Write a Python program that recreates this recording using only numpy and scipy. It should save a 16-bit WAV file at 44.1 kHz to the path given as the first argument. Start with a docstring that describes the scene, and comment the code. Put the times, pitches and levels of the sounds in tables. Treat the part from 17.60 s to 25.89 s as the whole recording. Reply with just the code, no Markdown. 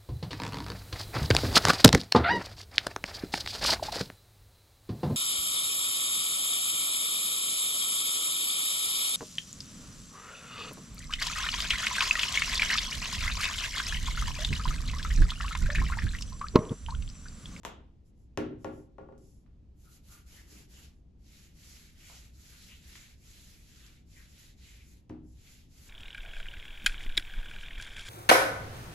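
"""A small bare room, a stereo microphone pair near a wooden table. A plastic lotion tube snaps shut,
is stood on the table, which rings under it, and rocks to rest. From 2.1 s palms rub together; from
3.6 s a hand strokes up and down an arm. Slipping skin hisses, the hollow under the hand resonates,
lotion smacks. At 7.5 s an elbow bumps the table as the arms change over, and the stroking goes on.
Ventilation rumbles underneath throughout."""
import sys
import numpy as np
from scipy import signal
from scipy.fft import rfft, irfft, next_fast_len
from scipy.io import wavfile

SR = 44100
rng = np.random.default_rng(int(sys.argv[2]) if len(sys.argv) > 2 else 0)


def wrap_up_sound(samples):
    """Save the sound to the file named by the first command line argument, as 16-bit audio."""
    columns = np.atleast_2d(samples).T
    # keep every value between -1 and 1, then stretch to whole-number steps
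    tamed = np.clip(columns, -1, 1)
    steps = np.round(tamed * 32767).astype(np.int16)
    wavfile.write(sys.argv[1], SR, steps)


N = 365588
T = np.arange(N) / SR
FFT_SIZE = next_fast_len(N, real=True)

# Palm over palm, then hand along arm; event levels in all tables are relative:
# start t/s, speeding up t/s, slowing down t/s, hiss level/dB, contact/dB, sheen/dB, midway sag/dB
PALM_STROKES = [(2.16, 0.18, 0.04, -66.5, -4.5, -2.5, 5), (2.44, 0.09, 0.092, -63, -2.5, -3.5, -1),
                (2.65, 0.096, 0.13, -62.5, -1, -6, 0.5), (2.86, .1, .11, -60.5, -1.5, -6.5, 3),
                (3.08, 0.11, 0.11, -60.5, -1, -7, 3)]
ARM_STROKES = [(3.6, 0.22, 0.092, -65.5, -2.5, -7.5, -2.5), (3.94, .15, 0.27, -59, -3.5, -8, -1),
               (4.335, .18, .19, -58, -3.5, -8.5, -0.5), (4.72, 0.24, 0.29, -57.5, -5, -7.5, 2.5),
               (5.2, 0.13, 0.23, -58.5, -1.5, -8, 0), (5.585, 0.19, 0.43, -60.5, -3.5, -7, 1),
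               (6.05, 0.15, 0.22, -63, -1, -9.5, 0), (6.47, 0.27, .19, -58, -1.5, -7, 10),
               (6.98, 0.11, 0.15, -62, -2, -9, 1), (7.215, .075, 0.11, -69, -4.5, -5.5, -2),
               (7.72, 0.22, 0.12, -67.5, 0, -6.5, -4.5), (8.095, 0.2, .1, -60, -4.5, -8, -1)]
# Hiss of rubbing skin, with the band near 10.5 kHz left out: f/Hz, level/dB
NOTCHED_HISS_COLOUR = [(150, -14), (400, 0), (750, -3.5), (1050, -8), (1400, 1), (2500, -10.5), (4300, 7),
                       (5400, 7), (7200, 9), (8500, 0.5), (10500, -90), (14000, -11)]
# Flat palm on arm, two palms enclosing more air, fine sheen, fingertips: f/Hz, level/dB
FLAT_PALM_COLOUR = [(600, -24), (1300, -9.5), (2100, 0), (3000, -1), (4000, -2.5), (7000, -27)]
CUPPED_COLOUR = [(150, -10), (320, 7), (500, -5), (750, -3), (1100, -4), (2100, 1), (3000, 2), (4000, -3.5),
                 (7000, -29)]
SHEEN_COLOUR = [(6000, -6), (9300, -4.5), (10200, 9), (12000, 9.5), (14000, -13)]
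BRUSH_COLOUR = [(1000, -21), (4300, -11), (5500, -2), (6200, -4), (7400, 0.5), (9000, -19), (10600, -1.5),
                (12200, -10), (13500, -30)]
# Room tail of the hiss, a row each for skin, palm contact and sheen: share of energy, t60/s
HISS_TAILS = [(0.2, 0.28), (0.75, 0.28), (.12, 0.26)]
# Air pockets under the hand: middle t/s, length t/s, start f/Hz, end f/Hz, width f/Hz, level/dB
HOLLOWS = [(2.274, 0.078, 1406, 1307, 179, -71), (2.53, 0.12, 1334, 1303, 220, -65.5),
           (2.786, 0.098, 1600, 2190, 450, -65), (2.93, 0.27, 334.8, 310, 161, -64.5),
           (4.454, 0.13, 2032, 2373, 700, -69.5), (4.934, 0.074, 1715, 1400, 600, -68.5),
           (5.115, 0.11, 2734, 3070, 1230, -60.5), (6.252, 0.19, 1455, 1534, 450, -73),
           (6.589, 0.14, 2490, 1255, 505, -66.5), (7.075, 0.26, 2257, 2184, 550, -71.5)]
# Smacks of lotion and skin: t/s, level/dB, centre f/Hz
SMACKS = [(1.579, -78, 6900), (1.862, -82.5, 1210), (4.498, -65, 790), (5.354, -61, 1920),
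          (6.264, -66, 4960), (7.498, -60.5, 684)]
# Fingertips on tube and skin: start t/s, speeding up t/s, slowing down t/s, level/dB
BRUSHES = [(.468, 0.0084, 0.021, -80), (.56, 0.057, 0.046, -82.5), (1.0, 0.057, 0.02, -72),
           (1.09, 0.073, 0.11, -73.5), (1.59, 0.073, 0.2, -72.5), (3.32, 0.033, 0.074, -86),
           (7.64, 0.076, 0.069, -75)]

# The cap catching, then shutting: t/s, click level/dB, ring level/dB
CAP_SNAPS = [(0.0333, -61, -64), (0.0498, -42.5, -52.5)]
# Blows on the table by the tube and, last, the elbow:
# t/s, table level/dB, tube level/dB, knock level/dB, contact corner f/Hz, tick level/dB
TABLE_BLOWS = [(0.7742, -30.5, -41, -36.5, 1350, -46.5), (1.0452, -38.5, -42, -44, 1170, -59.5),
               (1.383, -55, -51, -53, 856, -88), (1.415, -74, -64, -70, 905, -89),
               (1.487, -66, -57, -60.5, 610, -99), (1.524, -59, -65.5, -59.5, 646, -99),
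               (7.495, -40.5, -64, -53, 229, -71.5)]
# Modes of the lid, the hollow tube and the table top: f/Hz, level/dB, t60/s
CAP_MODES = [(745, -9, 0.045), (905, 15, 0.16), (1055, -12, 0.037), (1666, -26, 0.016), (2090, -22, .015),
             (3300, -12, 0.014), (3390, -15, 0.45), (5760, -20, .01)]
TUBE_MODES = [(537.5, 4.5, 0.084), (676, -3.5, 0.027), (790, -3, 0.09), (892, -2, 0.047),
              (1125, 0.5, 0.032), (1430, -3.5, 0.048), (1670, -17, 0.12), (1890, -26, .08),
              (2430, -22, 0.019)]
TABLE_MODES = [(92.2, -9, 0.33), (149.2, -18, 1), (248.1, -3.5, 0.62), (287.8, -2.5, 0.35),
               (309.7, 2.5, 0.34), (345.5, 0, 0.25), (375, -9.5, 0.21), (393, -18, .3), (531, -5, 0.17)]
# Spectra of the cap's snap and of the knock and tick on wood: f/Hz, level/dB
SNAP_COLOUR = [(30, -29), (150, -2), (300, 1.5), (700, 2), (1050, 3), (1400, -2), (2400, -7.5), (3400, -5),
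               (4500, -17), (7000, -8.5), (9000, -20.5), (13000, -17)]
KNOCK_COLOUR = [(30, -34.5), (100, -1.5), (200, -3.5), (290, 3.5), (390, 10), (480, 2), (620, -7.5),
                (900, -18), (1400, -4.5), (1800, -5.5), (2600, -6.5), (8000, -9.5)]
TICK_COLOUR = [(300, -15.5), (1500, -8), (2600, 5), (3400, -4.5), (4200, -8.5), (5800, 1), (8000, -10.5),
               (13000, -11.5)]

# Reverberation of the room: f/Hz, t60/s
ROOM_T60 = [(100, 1), (260, 0.63), (700, 0.45), (1800, 0.4), (3400, 0.41), (6000, 0.26), (12000, 0.17)]
# Ventilation rumble: f/Hz, level/dB
VENT_COLOUR = [(15, -6.5), (30, 1.5), (42, 0.5), (62, 6.5), (85, -2), (120, -5.5), (200, -9), (320, -16.5),
               (500, -27), (800, -33), (1500, -44), (3000, -45), (6000, -49.5), (13000, -64)]
# Width of diffuse sound at the pair: f/Hz, side minus mid level/dB
MIC_WIDTH = [(40, -18), (130, -13), (300, -7), (600, -3), (1200, 0), (2600, -4), (4000, -3), (5200, -1),
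             (7200, -4), (9200, 5), (10500, -3), (13000, -2)]
# Lead of the left microphone: f/Hz, phase/rad
MIC_LEAD = [(700, 0), (2100, .7), (3200, .5), (5000, 0), (7000, -.2), (9000, 0)]
# Balance of the pair: f/Hz, left minus right level/dB
MIC_BALANCE = [(80, 0.42), (400, 1), (2500, 0.68), (4800, -1.4), (8000, 0)]


def rubbing(strokes, textures, speed_power, skin_db, contact_db, sheen_db, grip_db, sag_width=.2):
    """Countless tiny slips of skin hiss, louder with speed; the palm adds body and the grip wavers."""
    energies = np.zeros((3, N))
    for start, rise_s, fall_s, db, contact, sheen, sag_db in strokes:
        progress = (T - start) / (rise_s + fall_s)
        midway = np.exp(-((progress - .5) / sag_width) ** 2)  # where the hand eases off or bears down
        friction = hand_speed(start, rise_s, fall_s) ** speed_power * undb(db - sag_db * midway)
        gains = undb([skin_db, contact + contact_db, sheen + sheen_db])
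        energies += np.outer(gains, friction) ** 2
    hiss = sum(texture * np.sqrt(linger(energy, *tail))
               for texture, energy, tail in zip(textures, energies, HISS_TAILS))
    return hiss * undb(grip_db * wander(70))


def hand_speed(start, rise_s, fall_s, turn_s=0.035):
    """Speed of one stroke, 0-1; the skin still slips for turn_s beyond either end."""
    times = [start - turn_s, start + rise_s, start + rise_s + fall_s + turn_s]
    return np.sin(np.interp(T, times, [0, np.pi / 2, np.pi]))


def skin_patches(hiss, flicker_db=2.0, flicker_hz=24, swell_db=1.0, swell_hz=7):
    """Each patch of skin grips and lets go by itself, so bands flicker and swell separately."""
    change = 0
    for hz in np.geomspace(1300, 7000, 7):
        band = signal.lfilter(*signal.iirpeak(hz, Q=5, fs=SR), hiss)
        gain = undb(flicker_db * wander(flicker_hz) + swell_db * wander(swell_hz))
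        change += band * (gain - 1)
    return hiss + change


def hollows(walls, trim_db=-1):
    """Friction excites the air pocket under the hand, whose pitch slides as it changes size."""
    out = np.zeros(N)
    for s, length, start_hz, end_hz, width_hz, db in HOLLOWS:
        n = int(length * SR)
        narrow = signal.butter(2, width_hz / 2, fs=SR, output="sos")
        re, im = signal.sosfilt(narrow, rng.standard_normal((2, SR)))[:, -n:]
        phase = 2 * np.pi * np.cumsum(np.linspace(start_hz, end_hz, n)) / SR
        resonance = unit(re * np.cos(phase) + im * np.sin(phase))
        add(out, s - length / 2, undb(db + trim_db) * np.hanning(n) * resonance)
    return room(out, walls, wet_db=-1, left_db=7)


def smacks(walls, skirt_db=-19, span=4):
    """Tacky skin meets or parts with a short damped pop, coloured by the air it traps."""
    out = np.zeros(N)
    for s, db, hz in SMACKS:
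        colour = [(hz / span, skirt_db), (hz, 0), (hz * span, skirt_db), (hz * span ** 2, 2 * skirt_db)]
        add(out, s, undb(db) * click(colour, lag_s=0.00152))
    return room(out, walls, wet_db=0, left_db=2)


def brushing(trim_db=-1, speed_power=1.94):
    """Fingertips barely touch, so only a thin high whisper reaches the microphones."""
    touch = sum(undb(db + trim_db) * hand_speed(start, rise_s, fall_s) ** speed_power
                for start, rise_s, fall_s, db in BRUSHES)
    return diffuse_noise(BRUSH_COLOUR) * touch


def cap(walls):
    """Left of the pair, the plastic lid catches on its rim, snaps home and rings."""
    out = np.zeros((2, N))
    crack = room(click(SNAP_COLOUR, lag_s=0.00113), walls, wet_db=-2.5, left_db=6)
    lid = room(ring(CAP_MODES, rise_s=.0005), walls, wet_db=-5, left_db=12)
    for s, click_db, ring_db in CAP_SNAPS:
        add(out, s, undb(click_db) * crack)
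        add(out, s, undb(ring_db) * lid)
    return out


def table(walls):
    """Each blow is a hard tick and a dull knock, and sets the table top and the tube on it ringing."""
    out = np.zeros((2, N))
    tick = room(click(TICK_COLOUR, lag_s=0.000945), walls, wet_db=-12, left_db=3.5)
    for s, top_db, tube_db, knock_db, corner_hz, tick_db in TABLE_BLOWS:
        top = room(ring(TABLE_MODES, 0.013, corner_hz), walls, wet_db=-13.5, left_db=0)
        knock = room(click(KNOCK_COLOUR, corner_hz), walls, wet_db=1, left_db=2)
        tube = room(ring(TUBE_MODES, 0.0016, 2 * corner_hz), walls, wet_db=-3.5, left_db=9)
        for db, part in (top_db, top), (knock_db, knock), (tube_db, tube), (tick_db, tick):
            add(out, s, undb(db) * part)
    return out


def ring(modes, rise_s, corner_hz=SR):
    """Modes of a struck body build up, then fade; soft contact spares the high ones."""
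    t = T[:SR]
    tones = 0
    for k, (hz, db, t60) in enumerate(modes):
        gain = (-1) ** k * undb(db) / np.hypot(1, (hz / corner_hz) ** 2)
        tones += gain * np.sin(2 * np.pi * hz * t) * undb(-60 * t / t60)
    return burst(tones * (1 - np.exp(-t / rise_s)))


def click(colour, corner_hz=SR, lag_s=0.000907, size=2048):
    """An impact, duller above corner_hz when contact is soft; lag_s is the added delay at 1 kHz."""
    hz = np.arange(size // 2 + 1) * SR / size
    gain = undb(along(colour, hz)) / np.hypot(1, (hz / corner_hz) ** 2)
    cepstrum = irfft(np.log(gain))
    cepstrum[1:size // 2] *= 2  # folded to minimum phase for a sharp attack
    cepstrum[size // 2 + 1:] = 0
    bending = 4 * np.pi * lag_s * np.sqrt(1000 * hz)  # bending waves carry treble ahead of bass
    return burst(irfft(np.exp(rfft(cepstrum) - 1j * bending)))


def room(x, walls, wet_db, left_db):
    """Direct sound, reaching the right microphone two samples later, plus the wall echoes."""
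    response = undb(wet_db) * walls
    response[0, 0] += undb(left_db / 2)
    response[1, 2] += undb(-left_db / 2)
    return signal.fftconvolve(x[None], response, axes=1)[:, :N]


def reflections(build_s=0.0003, size=32768):
    """Dense echoes from the bare walls, whose treble dies first."""
    t, hz = T[:size], np.arange(size // 2 + 1) * SR / size
    white = rfft(diffuse_noise([(1, 0), (SR, 0)], size))
    tail = 0
    for band_hz, t60 in ROOM_T60:
        share = along([(f, float(f == band_hz)) for f, _ in ROOM_T60], hz)
        tail += irfft(white * share) * undb(-60 * t / t60)
    tail *= 1 - np.exp(-t / build_s)
    return tail / np.sqrt(np.sum(tail.mean(axis=0) ** 2))


def linger(energy, share, t60):
    """A share of the sound energy comes back from the walls and fades."""
    keep = 1e-6 ** (1 / (t60 * SR))
    return (1 - share) * energy + share * signal.lfilter([1 - keep], [1, -keep], energy)


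def ventilation(level_db=-55.5):
    """Room tone: a low steady rumble of air."""
    return diffuse_noise(VENT_COLOUR) * undb(level_db)


def diffuse_noise(colour, size=FFT_SIZE):
    """Coloured noise at the pair, with a mid of rms 1; the bass is alike in both microphones."""
    hz = np.arange(size // 2 + 1) * SR / size
    mid, side = rfft(rng.standard_normal((2, size))) * undb(along(colour, hz))
    width = undb(along(MIC_WIDTH, hz))
    mid, side = np.array([mid, side * width]) / np.hypot(1, width)
    lean = undb(along(MIC_BALANCE, hz) / 2) * np.exp(.5j * along(MIC_LEAD, hz))
    pair = irfft(np.array([(mid + side) * lean, (mid - side) / lean]), size)[:, :N]
    return pair / np.std(pair.mean(axis=0))


def wander(rate_hz):
    """Random drift with a spread near 1."""
    return np.interp(T * rate_hz, np.arange(4096), rng.standard_normal(4096))


def undb(db):
    """Decibels to gain."""
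    return 10 ** (np.asarray(db) / 20)


def along(points, hz):
    """Read (f/Hz, value) points on a log-frequency axis."""
    f, value = np.transpose(points)
    return np.interp(np.log(hz + 1e-6), np.log(f), value)


def unit(x):
    """Scale to rms 1."""
    return x / np.sqrt(np.mean(x ** 2))


def burst(x):
    """Scale a transient to the energy of 30 ms at rms 1."""
    return x / np.sqrt(np.sum(x ** 2) / (.03 * SR))


def add(out, s, x):
    """Mix x into out from time s on."""
    start = max(int(s * SR), 0)
    part = x[..., :max(N - start, 0)]
    out[..., start:start + part.shape[-1]] += part


def scene():
    """Hands, tube, table and room tone as they reach the pair."""
    walls = reflections()
    colours = NOTCHED_HISS_COLOUR, FLAT_PALM_COLOUR, CUPPED_COLOUR, SHEEN_COLOUR
    hiss, flat, cupped, sheen = map(diffuse_noise, colours)
    palms = rubbing(PALM_STROKES, (hiss, cupped, sheen), speed_power=2.07,
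                    skin_db=0, contact_db=-0.5, sheen_db=2, grip_db=1.2)
    arms = rubbing(ARM_STROKES, (hiss, flat, sheen), speed_power=1.37,
                   skin_db=-2, contact_db=-1, sheen_db=0.5, grip_db=0.71)
    hands = skin_patches(palms + arms) + hollows(walls) + smacks(walls) + brushing()
    return hands + cap(walls) + table(walls) + ventilation()


def record(dry):
    """The recorder cuts steeply above 13.2 kHz."""
    return signal.sosfilt(signal.ellip(8, .2, 70, 13200, fs=SR, output="sos"), dry)


dry = scene()
out = record(dry)
wrap_up_sound(out)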